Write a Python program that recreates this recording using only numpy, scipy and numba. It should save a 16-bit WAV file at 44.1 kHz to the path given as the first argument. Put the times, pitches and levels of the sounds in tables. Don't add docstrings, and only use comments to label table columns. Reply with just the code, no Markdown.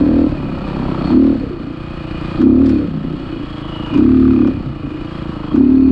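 import sys
import numpy as np
from scipy import signal
from scipy.fft import rfft, irfft, next_fast_len
from scipy.io import wavfile
from scipy.ndimage import uniform_filter1d
from numba import njit

SR = 44100
rng = np.random.default_rng(int(sys.argv[2]) if len(sys.argv) > 2 else 0)


def materialize(psi):
    bounded = np.clip(np.atleast_2d(psi).T, -1, 1)
    quanta = np.round(bounded * 32767).astype(np.int16)
    wavfile.write(sys.argv[1], SR, quanta)


N = 260631
TIME = np.arange(N) / SR
IDLE_RATE = 30
OPENING_S, LUG_RELEASE_S = 0.091, 0.036

# (opens [s], starts to shut [s], closing time [s], honk [dB], honk fade [dB/s],
# gulp [dB], rasp [dB], crack [dB], crack timing [share of cycle]). Each sound adds its own dB offset.
THROTTLE_TWISTS = [ (-.1, 0.265, 0.035, -10, -9, -14, -26.5, -41, 0.17),
                   (1.082, 1.314, 0.07, -1.5, 22, -14, -27.5, -35.5, 0.17),
                   (2.375, 2.749, 0.14, -1, 11.5, -7, -26, -32.5, 0.046),
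                   (3.918, 4.335, 0.071, -2.5, -1, -7, -47, -26.5, .04),
                   (4.346, 4.49, 0.038, -3.5, 25, -10, -22, -24, 0.081),
                   (5.509, 5.95, .05, -2, 3.5, -11.5, -44, -52, 0.035), ]
# (time [s], start [share of cycle], length [share of cycle],
# end kick over start kick [ratio])
INTAKE_BREATHS = [(0, .3, 0.42, 1.4), (.06, .3, 0.36, 0.65), (.1, 0.26, 0.51, 0.85), (.17, .2, 0.53, .8),
                  (.27, .14, 0.52, 0.3), (1.1, 0.36, 0.32, 1.2), (1.3, .34, 0.34, 0.69),
                  (2.42, .42, 0.28, 1.8), (2.6, .39, 0.32, 1.6), (2.75, 0.23, 0.33, 1.06),
                  (3.95, .25, .31, 2.2), (4.32, .245, .32, 1), (4.38, 0.26, 0.32, 2.15),
                  (4.5, .3, 0.28, 1.2), (5.54, .44, 0.27, 2.4), (5.64, .36, .29, 1.5), (5.9, .37, .3, 1.45)]


def airbox(angle):
    opens, lasts, stop_strength = curves(INTAKE_BREATHS)
    start = kicks(angle - opens, scatter_db=1.2, jitter_s=.00012)
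    stop = kicks(angle - (opens + lasts), scatter_db=1.2, jitter_s=.00012)
    honk = resonate(resonate(start + stop_strength * stop, 268, 47), 293.6, 100)
    honk = steady(dull_both_ways(honk, 430, 425, order=4), seconds=1 / 6)
    gulp = resonate(resonate(stop, 100, 55), 74, 48)
    gulp = level(colour(gulp, [(112, 7), (150, -12.5)]), -10.7) * undb(0.33 * revs())
    rasp = resonate(resonate(start + .1 * stop, 508, 125), 508, 150)
    rasp = level(rasp, -8.5) + level(body(start, [(647, 83, 0)]), -23.5)
    rasp *= undb(1.38 * revs())
    out, cut_s = 0, 0.021
    for on, off, closing_s, honk_db, sag, gulp_db, rasp_db, *_ in THROTTLE_TWISTS:
        held = gate(on, off, OPENING_S, closing_s)
        rasping = gate(on, off + closing_s - cut_s, 0.12, 2 * cut_s) ** 2
        sag_db = sag * np.maximum(TIME - on - OPENING_S, 0)
        out += held * (honk * undb(honk_db - sag_db) + gulp * undb(gulp_db))
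        out += rasping * rasp * undb(rasp_db)
    return out


PRESSURE_WAVES = [(.085, -1), (.255, -.55), (.39, .6)]
# (pitch [Hz], width [Hz], level [dB])
SILENCER_TONES = [(210, 517, 9.5), (301.3, 126, 9), (495, 450, 3)]


def exhaust(angle):
    waves = sum(strength * kicks(angle - at, scatter_db=3.5, jitter_s=.0007)
                for at, strength in PRESSURE_WAVES)
    putter = dull_both_ways(body(waves, SILENCER_TONES), 299, 750, order=3)
    firings = kicks(angle, scatter_db=-4, jitter_s=0.00026)
    thud = resonate(resonate(firings, 50, 55), 50, 55)
    loudness_db = driven(idle_db=-25.5, revs_db=0.43, effort_db=8.5)
    return (level(putter, 1.6) + level(thud, -18.5)) * undb(loudness_db)


# (frequency [Hz], level [dB])
CLATTER_TONE = [(250, -19.5), (430, 8), (550, 13), (780, 9.5), (1000, 11), (1350, 8.5), (1600, -38),
                (2200, -39.5), (4000, -58.5)]
# (pitch [Hz], width [Hz])
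CASING_RINGS = [(1231, 720), (2465, 250), (4350, 160)]
# (time [s], middle ring [dB], top ring [dB])
CASING_SWELLS = [(0, -47, -51.5), (.3, -43.5, -54), (.66, -42, -53), (.97, -47.5, -51.5),
                 (1.07, -43.5, -45), (1.22, -50.5, -47), (1.7, -46.5, -56.5), (2.24, -40.5, -54),
                 (2.5, -47, -56), (2.75, -41.5, -46.5), (3.0, -50, -56.5), (3.3, -43.5, -51),
                 (3.83, -56, -71), (3.95, -35, -56.5), (4.1, -47, -53), (4.52, -38.5, -55),
                 (4.68, -50, -56), (4.9, -44.5, -61), (5.4, -52.5, -61), (5.8, -42, -50)]


def valve_gear(angle):
    clatter_db = driven(idle_db=-34, revs_db=0.47, effort_db=5.5)
    pulse = beat(angle)
    valves = 1.5 * repeating(angle, size=1024)
    impacts = pulse * (valves + grains(7000, spread_db=2.5))
    clatter = level(colour(impacts, CLATTER_TONE), -1.77) * undb(clatter_db)
    taps = pulse ** 2 * (valves + grains(3000, spread_db=-3.5))
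    ring_levels = [clatter_db - 14, *curves(CASING_SWELLS)]
    casings = sum(level(body(taps, [(hz, width, 0)])) * undb(db)
                  for (hz, width), db in zip(CASING_RINGS, ring_levels))
    return clatter + casings


# (time [s], level at idle [dB])
GROUND_LEVELS = [(0, -41.5), (.55, -39.5), (1.1, -39), (1.7, -40), (2.3, -36), (2.47, -41), (2.6, -41),
                 (2.7, -33.5), (3.0, -40.5), (3.5, -36.5), (4.5, -38.5), (4.7, -41.5), (5.1, -36.5),
                 (5.9, -43)]
# (frequency [Hz], level [dB])
CRUNCH_TONE = [(700, -4.5), (1400, 4), (1800, 2.5), (2150, -2.5), (2600, -2), (3300, -6.5), (3700, -6.5),
               (4500, -8), (5100, -15), (5900, -26.5), (8200, -24), (9200, -29.5)]


def trail_crunch(angle):
    crunch = beat(angle) * grains(8000, spread_db=0.5) * undb(walk(45))
    loudness_db = curves(GROUND_LEVELS)[0] + 0.46 * revs()
    return level(colour(crunch, CRUNCH_TONE), -0.078) * undb(loudness_db)


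# (pitch [Hz], width [Hz])
CHAIN_RINGS = [(2925, 135), (3245, 140)]
# (time [s], pitch [factor])
CHAIN_BEND = [(3.1, 1), (3.55, 1.012), (3.75, 1.005), (3.9, .992), (4.1, 1)]
# (time [s], lower ring [dB], upper ring [dB])
CHAIN_SWELLS = [(0, -58.5, -54), (.55, -47.5, -55.5), (1.08, -53, -48.5), (1.3, -49.5, -59),
                (1.9, -51.5, -50), (2.15, -42, -55), (2.38, -52, -49), (2.55, -56, -53.5),
                (3.05, -47, -49.5), (3.3, -43.5, -48.5), (3.6, -45.5, -42.5), (3.75, -36, -46),
                (3.92, -37.5, -53.5), (4.08, -52, -50), (4.5, -49, -50), (4.75, -48, -58), (5.05, -46, -55),
                (5.15, -49.5, -43.5), (5.35, -46.5, -57), (5.51, -51, -44), (5.62, -52.5, -62)]


def chain():
    links, bend = grains(4000, spread_db=3), curves(CHAIN_BEND)[0]
    out = 0
    for (hz, width), db in zip(CHAIN_RINGS, curves(CHAIN_SWELLS)):
        ring = glide(glide(links, hz * bend, width), hz * bend, width)
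        out += steady(ring, seconds=0.065) * undb(db)
    return out


# (pitch [Hz], width [Hz], level [dB])
CRACK_RINGS = [(694, 110, 0), (1207, 230, 5.5), (1350, 110, -2.5), (2440, 410, -11.5), (3330, 390, -24.5)]


def firing_crack(angle):
    load = sum(undb(db) * gate(on, off, OPENING_S, closing_s)
               for on, off, closing_s, *_, db, _ in THROTTLE_TWISTS)
    timing = curves([(s, twist[-1]) for twist in THROTTLE_TWISTS for s in twist[:2]])[0]
    first = puff(angle, timing + .005, .08, CRACK_RINGS)
    second = puff(angle, timing + .16, .08, CRACK_RINGS)
    return (first + .45 * second) * load * undb(-10.5 + 0.99 * revs())


# (frequency [Hz], level [dB])
WIND_TONE = [(10, -16), (22, -3), (40, 0), (65, -1), (100, -5), (160, -13), (300, -26), (3000, -80)]


def wind():
    rumble = level(colour(rng.standard_normal(N), WIND_TONE))
    return rumble * undb(driven(idle_db=-28, revs_db=0.5, effort_db=0.5) + 1.2 * walk(16))


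# (start [s], length [s], first pitch [Hz], last pitch [Hz],
# relative ring level [dB], boom pitch [Hz], boom level [dB])
PIPE_BURBLES = [(0.274, 0.21, 289, 263, -26, 144, -22), (0.288, 0.047, 645, 608, -34, 150, -40),
                (0.413, 0.24, 240, 204, -29.5, 155.2, -21), (0.449, 0.3, 532, 520, -37.5, 160, -42),
                (0.73, 0.47, 259, 214, -29, 158, -34.5), (1.34, 0.14, 235, 243, -21.5, 115, -29),
                (1.408, 0.048, 503, 428, -30, 151, -42), (1.492, 0.071, 365, 320, -25, 147, -33),
                (1.586, 0.13, 279, 274, -26.5, 150, -39), (2.789, 0.069, 486, 460, -30, 135, -21),
                (2.84, 0.28, 232, 229, -22, 162, -17), (3.037, 0.39, 275, 290, -25.5, 152, -39),
                (3.312, 0.14, 306, 278, -33, 160, -39), (4.51, 0.05, 305, 274, -20.5, 110, -22.5),
                (4.599, 0.13, 270, 232, -29, 131, -20), (4.824, 0.042, 304, 288, -23.5, 136, -19),
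                (4.908, 0.11, 323, 309, -30, 151, -34)]


def burble(angle):
    pops = kicks(angle - .1, scatter_db=2.5, jitter_s=0.0023)
    pops += 1.01 * kicks(angle - .45, scatter_db=-3.5, jitter_s=.003)
    waver = 1 + 0.054 * walk(35)
    puffs = kicks(angle - .05, scatter_db=3, jitter_s=.001)
    thumps = kicks(angle - .3, scatter_db=2.5, jitter_s=0.0011)
    out = level(body(thumps, [(79, 150, 0)]), -24.5) * shutting(fade_s=0.2)
    for s, length, from_hz, to_hz, ring_db, boom_hz, boom_db in PIPE_BURBLES:
        swell = gate(s, s + length, attack_s=0.0044, release_s=0.066)
        on = swell > 0
        hz = np.interp(TIME[on], (s, s + length), (from_hz, to_hz)) * waver[on]
        ring = glide(glide(pops[on], hz, 65.0), hz, 80.0)
        ring = level(lowpass(ring, 720, order=4), 5.2)
        boom = level(body(puffs[on], [(boom_hz, 42, 0)]))
        fade = undb(-16 * (TIME[on] - s))
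        out[on] += swell[on] * fade * (ring * undb(ring_db) + boom * undb(boom_db))
    return out


# (start [s], end [s], effort reached [0-1], bark reached [dB])
LUGGING = [(0.301, 1.113, 0.6, -31), (1.899, 2.393, 0.34, -40.5), (3.425, 3.972, 0.4, -37),
           (4.898, 5.559, 0.4, -40)]
# (time [s], timing [share of cycle])
BARK_MOMENTS = [(.45, .85), (.62, .68), (.8, .8), (.95, .82), (1.1, .92), (2.0, .82)]
# (pitch [Hz], width [Hz], level [dB])
BARK_RINGS = [(661, 230, 6.1), (932, 300, 4.5), (1234, 79, 4.1)]


def bark(angle):
    cough = puff(angle, curves(BARK_MOMENTS)[0], .11, BARK_RINGS)
    return cough * sum(undb(db) * gate(start, end, end - start, LUG_RELEASE_S) ** .55
                       for start, end, _, db in LUGGING)


# (start [s], length [s], level [dB])
BUMPS = [(1.008, 0.12, -46.5), (2.12, 0.24, -58), (2.344, 0.079, -48), (3.94, 0.068, -54),
         (5.542, 0.012, -54)]
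# (frequency [Hz], level [dB])
JINGLE_TONE = [(1200, -22), (2500, 9), (4500, 11), (5800, -14), (8200, -12), (10000, -18)]


def rattles():
    shaking = sum(undb(db) * gate(s, s + length, 0.0041, 0.045) for s, length, db in BUMPS)
    return level(colour(grains(620, spread_db=-3.5), JINGLE_TONE)) * shaking


# (time [s], peak level [dB])
CHASSIS_KNOCKS = [(2.416, -19), (3.863, -29.5), (3.939, -21), (3.975, -18), (4.472, -20), (5.558, -19.5)]


def knocks():
    return hits(CHASSIS_KNOCKS, [(1110, 1000, 0), (2500, 1800, -13), (4430, 900, -23)], decay_s=0.009)


# (time [s], peak level [dB])
GRIT_FLICKS = [(2.659, -25), (2.691, -26.5)]


def grit():
    return hits(GRIT_FLICKS, [(3000, 1400, 0), (4700, 1800, -2), (7300, 2000, -14)], decay_s=.011)


# (time [s], speed [firings per second])
ENGINE_SPEED = [(0.0, 36.09), (0.2, 40.1), (0.45, 32.44), (0.6, 31.5), (0.68, 34.06), (1.01, 31.33),
                (1.22, 38.67), (1.32, 38.96), (1.53, 28.1), (1.95, 30.11), (2.04, 28.63), (2.38, 29.93),
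                (2.61, 38.41), (2.9, 30.5), (3.25, 31.75), (3.44, 26.85), (3.93, 27.87), (4.0, 33.98),
                (4.1, 36.88), (4.34, 37.19), (4.53, 31.84), (4.61, 32.75), (4.81, 27.37), (5.16, 29.13),
                (5.5, 25.0), (5.61, 34.4), (5.72, 37.71), (5.91, 37.81)]


def crank_angle():
    return np.cumsum(curves(ENGINE_SPEED)[0]) / SR


def revs():
    return curves(ENGINE_SPEED)[0] - IDLE_RATE


def effort():
    return sum(reached * gate(start, end, end - start, LUG_RELEASE_S)
               for start, end, reached, _ in LUGGING)


def driven(idle_db, revs_db, effort_db):
    return idle_db + revs_db * revs() + effort_db * effort()


def shutting(fade_s):
    closings = [off + closing_s / 2 for _, off, closing_s, *_ in THROTTLE_TWISTS]
    return sum(np.clip((TIME - s) / .015, 0, 1) * np.exp(-np.abs(TIME - s) / fade_s)
               for s in closings).clip(0, 1)


def kicks(angle, scatter_db, jitter_s):
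    times = np.interp(np.arange(np.ceil(angle[0]), angle[-1]), angle, TIME)
    roughness = 0.31 + 0.77 * effort() + 0.68 * shutting(fade_s=0.14)
    size, shift = rng.standard_normal((len(times), 2)).T * np.interp(times, TIME, roughness)
    where = np.clip((times + jitter_s * shift) * SR, 0, N - 1).astype(int)
    return np.bincount(where, undb(scatter_db * size), N)


def beat(angle):
    first = np.exp(-((angle - .02) % 1) / .3)
    second = np.exp(-((angle - .8) % 1) / .16)
    return .7 + .35 * (first + second)


def repeating(angle, size):
    pattern = rng.standard_normal(size) * (rng.random(size) < .2)
    position = (angle + .0015 * walk(30)) * size
    return level(pattern[position.astype(int) % size])


def puff(angle, start, rise, modes):
    age = ((angle - start) % 1) / rise
    ring = steady(body(rng.standard_normal(N), modes), seconds=.004)
    return level(age * np.exp(-age ** 2 / 2) * ring)


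def hits(events, modes, decay_s):
    out = 0
    for s, db in events:
        fade = (TIME >= s) * np.exp(-np.abs(TIME - s) / decay_s) + 1e-12
        ring = body(fade * rng.standard_normal(N), modes)
        out += undb(db) * ring / np.abs(ring).max()
    return out


def grains(rate, spread_db):
    hit = rng.random(N) < rate / SR
    return level(hit * rng.standard_normal(N) * undb(spread_db * np.minimum(rng.exponential(size=N), 4)))


def walk(rate):
    step = int(SR / rate)
    values = np.repeat(rng.standard_normal(N // step + 1), step)
    return 0.73 * uniform_filter1d(uniform_filter1d(values, step), step)[:N]


def gate(start, end, attack_s, release_s):
    return np.clip((TIME - start) / attack_s, 0, 1) * np.clip(1 - (TIME - end) / release_s, 0, 1)


def curves(rows):
    times, *columns = np.transpose(rows)
    return [np.interp(TIME, times, column) for column in columns]


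def undb(db):
    return 10 ** (np.asarray(db) / 20)


def level(x, db=0):
    return x * undb(db) / np.sqrt(np.mean(x ** 2))


def steady(x, seconds):
    return x / np.sqrt(np.abs(uniform_filter1d(x ** 2, int(seconds * SR))) + 1e-12)


def resonate(x, hz, width):
    return signal.lfilter(*signal.iirpeak(hz, hz / width, fs=SR), x)


def body(x, modes):
    return sum(undb(db) * resonate(resonate(x, hz, 0.68 * width), hz, 0.68 * width)
               for hz, width, db in modes)


@njit
def glide(x, hz, width):
    y, band_state, low_state = np.empty(len(x)), 0., 0.
    for i in range(len(x)):
        tuning, damping = np.tan(np.pi * hz[i] / SR), width / hz[i]
        band = (band_state + tuning * (x[i] - low_state)) / (1 + tuning * (tuning + damping))
        band_state = 2 * band - band_state
        low_state += 2 * tuning * band
        y[i] = damping * band
    return y


def colour(x, points):
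    hz, db = np.transpose(points)
    size = next_fast_len(N + 4096)
    bins = np.maximum(np.fft.rfftfreq(size, 1 / SR), 1)
    gain = undb(np.interp(np.log(bins), np.log(hz), db))
    return irfft(rfft(x, size) * gain, size)[:N]


def lowpass(x, hz, order):
    return signal.sosfilt(signal.butter(order, hz, fs=SR, output="sos"), x)


def dull_both_ways(x, forward_hz, backward_hz, order):
    return lowpass(lowpass(x, forward_hz, order)[::-1], backward_hz, order)[::-1]


@njit
def follow(x, attack_s, release_s):
    y, peak = np.empty(len(x)), 1e-6
    for i in range(len(x)):
        peak += (abs(x[i]) - peak) / (SR * (attack_s if abs(x[i]) > peak else release_s))
        y[i] = peak
    return y


def scene():
    angle = crank_angle()
    engine = airbox(angle) + exhaust(angle) + valve_gear(angle)
    engine += firing_crack(angle) + burble(angle) + bark(angle)
    ride = trail_crunch(angle) + chain() + wind() + rattles() + knocks()
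    return (lowpass(engine + ride, 8400, order=4) + grit())[None]


def record(dry):
    threshold_db, ratio, smoothing_s = -5, 2.33, 0.012
    peaks = follow(dry[0], attack_s=0.00024, release_s=0.94)
    gain = np.minimum(undb(threshold_db) / peaks, 1) ** (1 - 1 / ratio)
    ducked = dry * uniform_filter1d(gain, int(smoothing_s * SR))
    rounded = ducked / (1 + np.abs(ducked / .95) ** 12) ** (1 / 12)
    return signal.sosfilt(signal.ellip(8, .2, 70, 15700, fs=SR, output="sos"), rounded)


dry = scene()
out = record(dry)
materialize(out)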